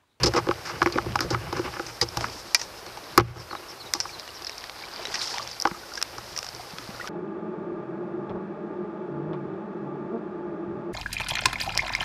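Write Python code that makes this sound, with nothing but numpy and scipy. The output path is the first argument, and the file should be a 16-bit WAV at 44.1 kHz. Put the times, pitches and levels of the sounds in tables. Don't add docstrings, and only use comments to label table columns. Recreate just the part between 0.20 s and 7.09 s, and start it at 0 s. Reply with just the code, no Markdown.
import sys
import numpy as np
from scipy import signal
from scipy.fft import rfft, irfft
from scipy.io import wavfile
from scipy.ndimage import uniform_filter1d

SR = 44100
rng = np.random.default_rng(int(sys.argv[2]) if len(sys.argv) > 2 else 0)


def wrap_up_sound(samples):
    columns = np.atleast_2d(samples).T
    tamed = np.clip(columns, -1, 1)
    steps = np.round(tamed * 32767).astype(np.int16)
    wavfile.write(sys.argv[1], SR, steps)


N = 303849


def from_db(db):
    return 10 ** (np.asarray(db) / 20)


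def rms_one(x):
    return x / np.sqrt(np.mean(x ** 2) + 1e-20)


def in_time(rows):
    times, *columns = np.transpose(rows)
    return [np.interp(np.arange(N) / SR, times, column) for column in columns]


def band(x, low_hz, high_hz):
    sos = signal.butter(2, [low_hz, high_hz], "band", fs=SR, output="sos")
    return signal.sosfilt(sos, x + 1e-18)


def drift(rate_hz):
    step = 40
    r = np.exp(-2 * np.pi * rate_hz * step / SR)
    noise = rng.standard_normal(N // step + 2002)
    slow = signal.lfilter([1], [1, -2 * r, r * r], noise)[2000:]
    return np.interp(np.arange(N) / step, np.arange(len(slow)), rms_one(slow))


def ring(force, hz, t60):
    r, w = from_db(-60 / (t60 * SR)), 2 * np.pi * hz / SR
    return signal.lfilter([0, np.sin(w)], [1, -2 * r * np.cos(w), r * r], force + 1e-18)


def body(force, modes):
    return sum((-1) ** k * from_db(db) * ring(force, hz, t60) for k, (hz, db, t60) in enumerate(modes))


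def add(out, s, sound):
    i = round(s * SR)
    out[i:i + len(sound)] += sound[:N - i]


def burst(t60, lead, size=4000):
    decay = from_db(-60 * np.arange(size) / SR / max(t60, 1e-3))
    grit = rng.standard_normal(size) * rng.exponential(1, size) * decay
    grit /= np.sqrt(np.sum(grit ** 2))
    grit[0] = lead
    return grit / np.sqrt(1 + lead ** 2)


def slide(length, size=4000):
    part = np.clip(np.arange(size) / SR / max(length, 0.005), 0, 1)
    swell = np.sin(np.pi * part ** 0.26)
    grit = rng.standard_normal(size) * rng.exponential(1, size) * swell
    return grit / np.sqrt(np.sum(grit ** 2))


def grains(per_s, low_hz, high_hz, cycles, spread_db):
    sizes = from_db(spread_db * np.minimum(rng.exponential(1, N), 5)) * rng.choice([-1, 1], N)
    clicks = sizes * (rng.random(N) < per_s / SR)
    dealt = rng.integers(0, 14, N)
    pitches = np.geomspace(low_hz, high_hz, num=14)
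    return rms_one(sum(ring(clicks * (dealt == k), hz, cycles / hz) for k, hz in enumerate(pitches)))


# (frequency [Hz], relative spectral level [dB per Hz])
AIR_SPECTRUM = [(24, -31), (40, 1), (110, -3.5), (229, -7), (348, -5), (435, -0.5), (785, 1), (1220, -1),
                (3110, -11), (5220, -5.5), (7180, -17), (13300, -17.5), (14300, -5)]
AIR_DB, AIR_TOP_HZ = -44.5, 14220


def air():
    hz = np.maximum(np.arange(N // 2 + 1) * SR / N, 1)
    spectrum_hz, spectrum_db = np.transpose(AIR_SPECTRUM)
    colour = from_db(np.interp(np.log(hz), np.log(spectrum_hz), spectrum_db)) * (hz < AIR_TOP_HZ)
    hiss = rms_one(irfft(rfft(rng.standard_normal(N)) * colour, N))
    bass_change = band(hiss, 40, 450) * (from_db(1.2 * drift(10)) - 1)
    return from_db(AIR_DB) * (hiss + bass_change)


# (time [s], level [dB])
BIRD_PHRASES = [(2.56, -48), (2.875, -52), (3.192, -40), (3.492, -39), (3.82, -39), (4.15, -41)]
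# (delay [s], length [s], first pitch [Hz], last pitch [Hz],
# level re phrase [dB], pitch spread [Hz])
BIRD_NOTES = [(-.015, .055, 5400, 4850, 0, 300), (.103, .038, 4400, 3700, 1, 150),
              (.163, .03, 3900, 3700, -2, 190)]


def bird():
    out = np.zeros(N)
    for s, db in BIRD_PHRASES:
        for delay, length, first_hz, last_hz, note_db, spread_hz in BIRD_NOTES:
            part = np.linspace(0, 1, round(length * SR))
            waver = rms_one(uniform_filter1d(rng.standard_normal(3000), size=40))[:len(part)]
            hz = first_hz + (last_hz - first_hz) * part ** 2.48 + spread_hz * waver
            whistle = np.sin(2 * np.pi * np.cumsum(hz) / SR)
            add(out, s + delay, from_db(db + note_db) * np.sin(np.pi * part) * whistle)
    return out


# (time [s], gurgle level [dB], wash level [dB], droplet level [dB])
WATER_LEVELS = [(0.0, -35, -49, -64), (0.25, -43.5, -52, -67), (0.61, -38.5, -41, -56),
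                (1.11, -39.5, -63, -80), (1.5, -46, -37.5, -53.5), (1.85, -55, -47, -64),
                (2.02, -33.5, -40, -53), (2.22, -52, -41, -52.5), (2.5, -47.5, -44.5, -69),
                (2.85, -45.5, -72, -56), (3.2, -39.5, -43, -69), (3.4, -57.5, -73, -75),
                (3.86, -49, -43, -58), (4.3, -62, -68, -52.5), (4.7, -49, -57, -51),
                (4.91, -37.5, -35, -44.5), (5.02, -46, -29.5, -40), (5.21, -40, -39, -43.5),
                (5.45, -67, -46, -58), (5.65, -48, -48, -60), (6.3, -49.5, -43, -56.5),
                (6.89, -41.5, -51, -58)]


def water():
    gurgle_db, wash_db, droplets_db = in_time(WATER_LEVELS)
    fizz = grains(1500 * from_db(3 * drift(9.2)), 407, 2830, cycles=11.3, spread_db=3.5)
    gulps = grains(110 * from_db(5 * drift(6)), 200, 2400, cycles=24, spread_db=4)
    wash = band(rng.standard_normal(N), 1000, 9100) * from_db(3.5 * drift(14.0))
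    droplets = grains(1100 * from_db(4 * drift(15)), 800, 4600, cycles=24, spread_db=2.8)
    gurgle = from_db(gurgle_db - 5.5) * (fizz + 0.49 * gulps)
    return gurgle + from_db(wash_db - 15.5) * wash + from_db(droplets_db) * droplets


# (time [s], level before decay [dB], starting pitch [Hz])
BUBBLES = [(3.892, -36, 2330), (4.03, -39, 1220), (4.089, -38, 2810), (4.637, -32, 2290),
           (4.794, -28.5, 630), (4.857, -33, 3830), (5.144, -28.5, 930), (5.174, -26, 804),
           (5.196, -24.5, 1130), (5.515, -26, 180), (5.546, -31, 1230), (5.633, -35.5, 1430),
           (5.718, -34, 1380), (5.776, -24.5, 1590), (6.183, -31, 1160), (6.396, -29.5, 726),
           (6.535, -31, 161), (6.585, -34, 1260), (6.594, -35.5, 277), (6.69, -27.5, 198),
           (6.745, -35, 1380), (6.798, -26.5, 1405), (6.811, -26.5, 1890), (6.843, -28, 1220),
           (6.879, -30, 1495)]
PLOP_T60_S = 0.048


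def plops():
    out, t = np.zeros(N), np.arange(3000) / SR
    for s, db, hz in BUBBLES:
        t60 = PLOP_T60_S / np.sqrt(max(hz / 1000, 1))
        swell = np.minimum(t / 0.0012, 1) * from_db(db - 60 * t / t60)
        add(out, s, swell * np.sin(2 * np.pi * hz * (t + 1.5 * t * t)))
    return out


# (time [s], drive level [dB], body drive re tick, before trim [dB])
SHORT_TICKS = [(1.8876, -16, -20), (2.009, -11, -16), (3.737, 3, -19), (3.9963, -15, -18.5),
               (4.0774, -21.5, -11), (4.2213, -16, -29), (4.247, -14, -19), (4.295, -14, -14),
               (4.3807, -13, -39), (4.4403, -36, 7.5), (4.4964, -29.5, 1), (4.8533, -26.5, 2.5),
               (4.871, -25, -1), (4.955, -22, 0.5), (5.1413, -23.5, -3), (5.1829, -14.5, -8),
               (5.2747, -11.5, -19), (5.4, -7.5, -37), (5.4127, -10, -26), (5.4218, -4, -33),
               (5.7373, -12.5, -32), (5.754, -12.5, -25), (5.8152, -22, -2), (5.8262, -0.5, -17.5),
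               (6.176, -8, -21), (6.189, -7, -20), (6.2288, -10, -16.5), (6.245, -11, -22),
               (6.266, -14.5, -14), (6.288, -14, -20), (6.3487, -15.5, -25), (6.5847, -25, -1.5),
               (6.874, -29, 3.5)]
# (time [s], drive level [dB], body drive re snap, before trim [dB], centre of the snap [Hz])
LONG_SNAPS = [(0.724, -11, -43, 3900), (1.6651, -18, -21.5, 5400), (1.8133, -2.5, -26.5, 3950),
              (2.3466, 5.5, -25, 5230), (2.3952, -16.5, -19, 5500), (2.4145, -13.5, -19, 5430),
              (3.8022, -6, -24.5, 5140), (4.268, -12, -29, 4200), (4.9417, -10.5, -19, 5000),
              (5.0743, -15.5, -31, 5240), (5.3135, -20, -35, 5030), (5.7739, -15.5, -19, 5000),
              (6.1633, -17, -20, 5040)]
# (frequency [Hz], level [dB], decay time t60 [s])
SNAP_MODES = [(947, -6, .09), (1540, -5, .05), (1927, 0, .045), (2374, -5, .04)]
TICK_T60_S, SNAP_T60_S = 0.01, 0.042
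TICK_HZ, SNAP_SPAN = 5000, 1.173
TOP_LOW_HZ, CUTOFF_HZ = 5900, 15170


def ticks_and_snaps():
    snap, top, thud, mid = np.zeros((4, N))
    hits = [(*row, TICK_HZ) for row in SHORT_TICKS] + LONG_SNAPS
    for k, (s, db, body_db, hz) in enumerate(hits):
        is_long = k >= len(SHORT_TICKS)
        force = from_db(7.5) * burst(SNAP_T60_S, lead=0.42) if is_long else burst(TICK_T60_S, lead=0.38)
        add(snap, s, from_db(db - 4.0) * band(force, hz / SNAP_SPAN, hz * SNAP_SPAN))
        add(top, s, from_db(1.58 * db - 7.5) * burst(0.0028, lead=0.66))
        add(thud, s, from_db(db + body_db + 22.5) * force)
        if is_long:
            add(mid, s, from_db(1.6 * db + body_db + 3) * burst(0.008, lead=1.5))
    return snap + band(top, TOP_LOW_HZ, CUTOFF_HZ) + band(thud, 450, 2410) + body(mid, SNAP_MODES)


# (time [s], rumble level [dB], boom level [dB])
RUMBLE_LEVELS = [(0.0, -39.5, -31), (0.2, -47, -38), (0.32, -43, -42), (0.6, -43, -45.5),
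                 (1.03, -45.5, -34), (1.52, -36.5, -43.5), (1.75, -46.5, -53), (2.08, -51, -50),
                 (2.4, -55, -67), (2.96, -54, -58), (3.03, -35.5, -33), (3.2, -52, -39), (3.45, -50, -72),
                 (3.8, -55, -55), (4.65, -50.5, -84), (5.2, -55.5, -54), (5.7, -52.5, -78), (6.0, -56, -54),
                 (6.89, -51.5, -56.5)]
# (frequency [Hz], level [dB], decay time t60 [s])
BOOM_MODES = [(64, -4.5, 0.35), (86.8, -8.5, 0.61), (118.1, 1.5, 0.37), (173, -3, 0.15)]
PANEL_MODES = [(233, -12, 0.045), (345.4, 4.5, 0.091), (397, 2, 0.04), (482, 0, 0.049), (556, -8, 0.077)]
RAIL_MODES = [(590, -16, 0.035), (819, -5.5, 0.055), (937, -3.5, 0.024), (1138, 2.5, 0.015),
              (1291, -6, 0.044), (1430, -1.5, 0.016), (1732, -3, 0.013), (1990, -4.5, 0.013),
              (2320, 1, 0.006), (2920, -3.5, 0.0059)]


def hull_rumble():
    force = rng.standard_normal(N) * from_db(5.4 * drift(20))
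    rumble_db, boom_db = in_time(RUMBLE_LEVELS)
    rumble = rms_one(body(force, PANEL_MODES) + 2.0 * body(force, RAIL_MODES))
    boom = rms_one(body(force, BOOM_MODES))
    return from_db(rumble_db) * rumble + from_db(boom_db) * boom


# (time [s], drive level [dB])
HULL_THUMPS = [(0.062, -29), (0.287, -31.5), (0.626, -33), (0.862, -30), (1.122, -30), (1.814, -32.5),
               (1.969, -30.5), (2.979, -26.5), (2.996, -27.5), (3.006, -18)]


def thumps():
    clicks = np.zeros(N)
    for s, db in HULL_THUMPS:
        add(clicks, s, from_db([db]))
    return body(clicks, BOOM_MODES)


# (time [s], rail drive [dB],
# panel drive re rail [dB], crack drive re rail [dB], favoured pitch [Hz])
HULL_BLOWS = [(0.137, -17, -2, 4, 1130), (0.269, -22, -4.5, -26, 1000), (0.288, -12, -0.5, -38, 840),
              (0.311, -11, -35, -7.5, 1270), (0.618, -6.5, -16.5, -26, 1190),
              (0.627, -10.5, -26, 0.5, 1050), (0.66, -9, -2, -3, 1520), (0.672, -16, -33, -4, 1170),
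              (0.7, -25, -20, -9, 1160), (0.757, -21.5, 5.5, -20, 1380), (0.776, -14.5, -3.5, -6, 610),
              (0.784, -10.5, -21, -32, 1230), (0.861, -27, 4.5, -16.5, 950), (0.956, -9, -35, 0.5, 850),
              (0.99, -16.5, -15, 0, 2200), (1.006, -15.5, -13, 9, 1260), (1.146, -13, -16, -26, 1230),
              (1.327, -16.5, -13.5, 3, 815), (1.393, -19.5, -6, -3, 1230), (1.538, -25, -29, -23, 1150),
              (1.568, -22.5, -27, -17, 961), (1.596, -18, 1.5, -20, 1060), (1.971, -10, -5.5, 4, 790),
              (2.026, -27, -20, -24, 1000), (2.042, -16.5, -15, -24, 1190), (2.664, -27.5, -21, 6, 920),
              (2.772, -25, -18, 6.5, 856), (2.977, -2, -9.5, 4.5, 1260), (2.988, -12, -18, -35, 1320),
              (2.998, -11, -12, -14, 840), (3.006, -18.5, 0.5, -5, 840), (3.159, -22.5, -13.5, -14, 864),
              (3.205, -33, -12, -18, 870), (3.31, -25, -16, -15, 1190), (3.329, -23, -16, -18, 1050),
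              (3.351, -22.5, -29, -13, 1030), (3.854, -25.5, -20, -8, 985), (5.453, -6, -8, -22, 845),
              (5.472, -13.5, -21, -1, 910), (5.512, -25.5, -12.5, -16, 1410),
              (5.982, -26.5, -16, 8.5, 1080)]
# (time [s], rail drive [dB],
# panel drive re rail [dB], crack drive re rail [dB], favoured pitch [Hz], length [s])
HULL_SLIDES = [(0.033, -14.5, -3.5, 6.5, 1410, 0.023), (0.059, -16, 4.5, 6, 760, 0.035),
               (0.145, -16, -4, -14, 802, 0.019), (0.161, -7, -5.5, -10.5, 605, 0.024),
               (0.175, -13, -19, -8, 1000, 0.03), (0.452, -24, -18, 1, 1550, 0.086),
               (0.492, -22.5, -25, -7, 1300, 0.027), (1.007, -24.5, 2, 2.5, 1110, 0.055),
               (1.038, -35.5, 12, 0, 600, 0.035), (1.104, -23.5, 3, 6, 1040, 0.022),
               (1.124, -22.5, -4, -5, 1190, 0.036), (1.364, -23, -2.5, -4, 1220, 0.035),
               (1.812, -17.5, -2.5, 5.5, 780, 0.037), (3.743, -25.5, -8, 2, 780, 0.051)]
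KNOCK_T60_S = 0.005


def knocks_and_scrapes():
    panel, crack, top = np.zeros((3, N))
    rail, rail_hz = np.zeros((len(RAIL_MODES), N)), np.array(RAIL_MODES)[:, 0]
    contacts = [(*row, KNOCK_T60_S) for row in HULL_BLOWS] + HULL_SLIDES
    for k, (s, db, panel_db, crack_db, hz, length) in enumerate(contacts):
        if k < len(HULL_BLOWS):
            rail_force = burst(3 * length, lead=1.6)
            panel_force = burst(3 * length, lead=0.63)
            crack_force = burst(5 * length, lead=0.16)
        else:
            rail_force = from_db(3) * slide(length)
            panel_force = slide(length)
            crack_force = from_db(12.5) * slide(length)
        near_db = -np.minimum(9 * np.log2(rail_hz / hz) ** 2, 11)
        for track, mode_db in zip(rail, near_db):
            add(track, s, from_db(db + mode_db - 3.0) * rail_force)
        add(panel, s, from_db(db + panel_db - 2.5) * panel_force)
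        add(crack, s, from_db(db + crack_db - 3.5) * crack_force)
        add(top, s, from_db(1.8 * (db + crack_db) + 1) * burst(length, lead=0.31))
    rails = sum((-1) ** k * body(track, [mode]) for k, (track, mode) in enumerate(zip(rail, RAIL_MODES)))
    return rails + body(panel, PANEL_MODES) + band(crack, 1330, 6020) + band(top, 9800, 16000)


PORT_HZ, PORT_WIDTH_HZ, PORT_DB = 5186, 875, 21.5


def port(x):
    r, w = np.exp(-np.pi * PORT_WIDTH_HZ / SR), 2 * np.pi * PORT_HZ / SR
    peak = signal.lfilter(np.array([1, 0, -1]) * (1 - r * r) / 2, [1, -2 * r * np.cos(w), r * r], x)
    return x + (from_db(PORT_DB) - 1) * peak


def scene():
    hull = hull_rumble() + thumps() + knocks_and_scrapes()
    near = water() + plops() + ticks_and_snaps() + hull
    return (air() + bird() + port(near))[None]


# (time [s], level [dB])
LEVEL_DIP = [(3.008, 0), (3.016, -10.5), (3.16, -10.5), (3.17, -5), (3.33, 0)]


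def record(dry):
    level = band(dry, 27, 21000) * from_db(in_time(LEVEL_DIP)[0])
    rounded = 0.97 * np.tanh(level / 0.97)
    return signal.sosfilt(signal.cheby2(12, 70, CUTOFF_HZ, fs=SR, output="sos"), rounded)


dry = scene()
out = record(dry)
wrap_up_sound(out)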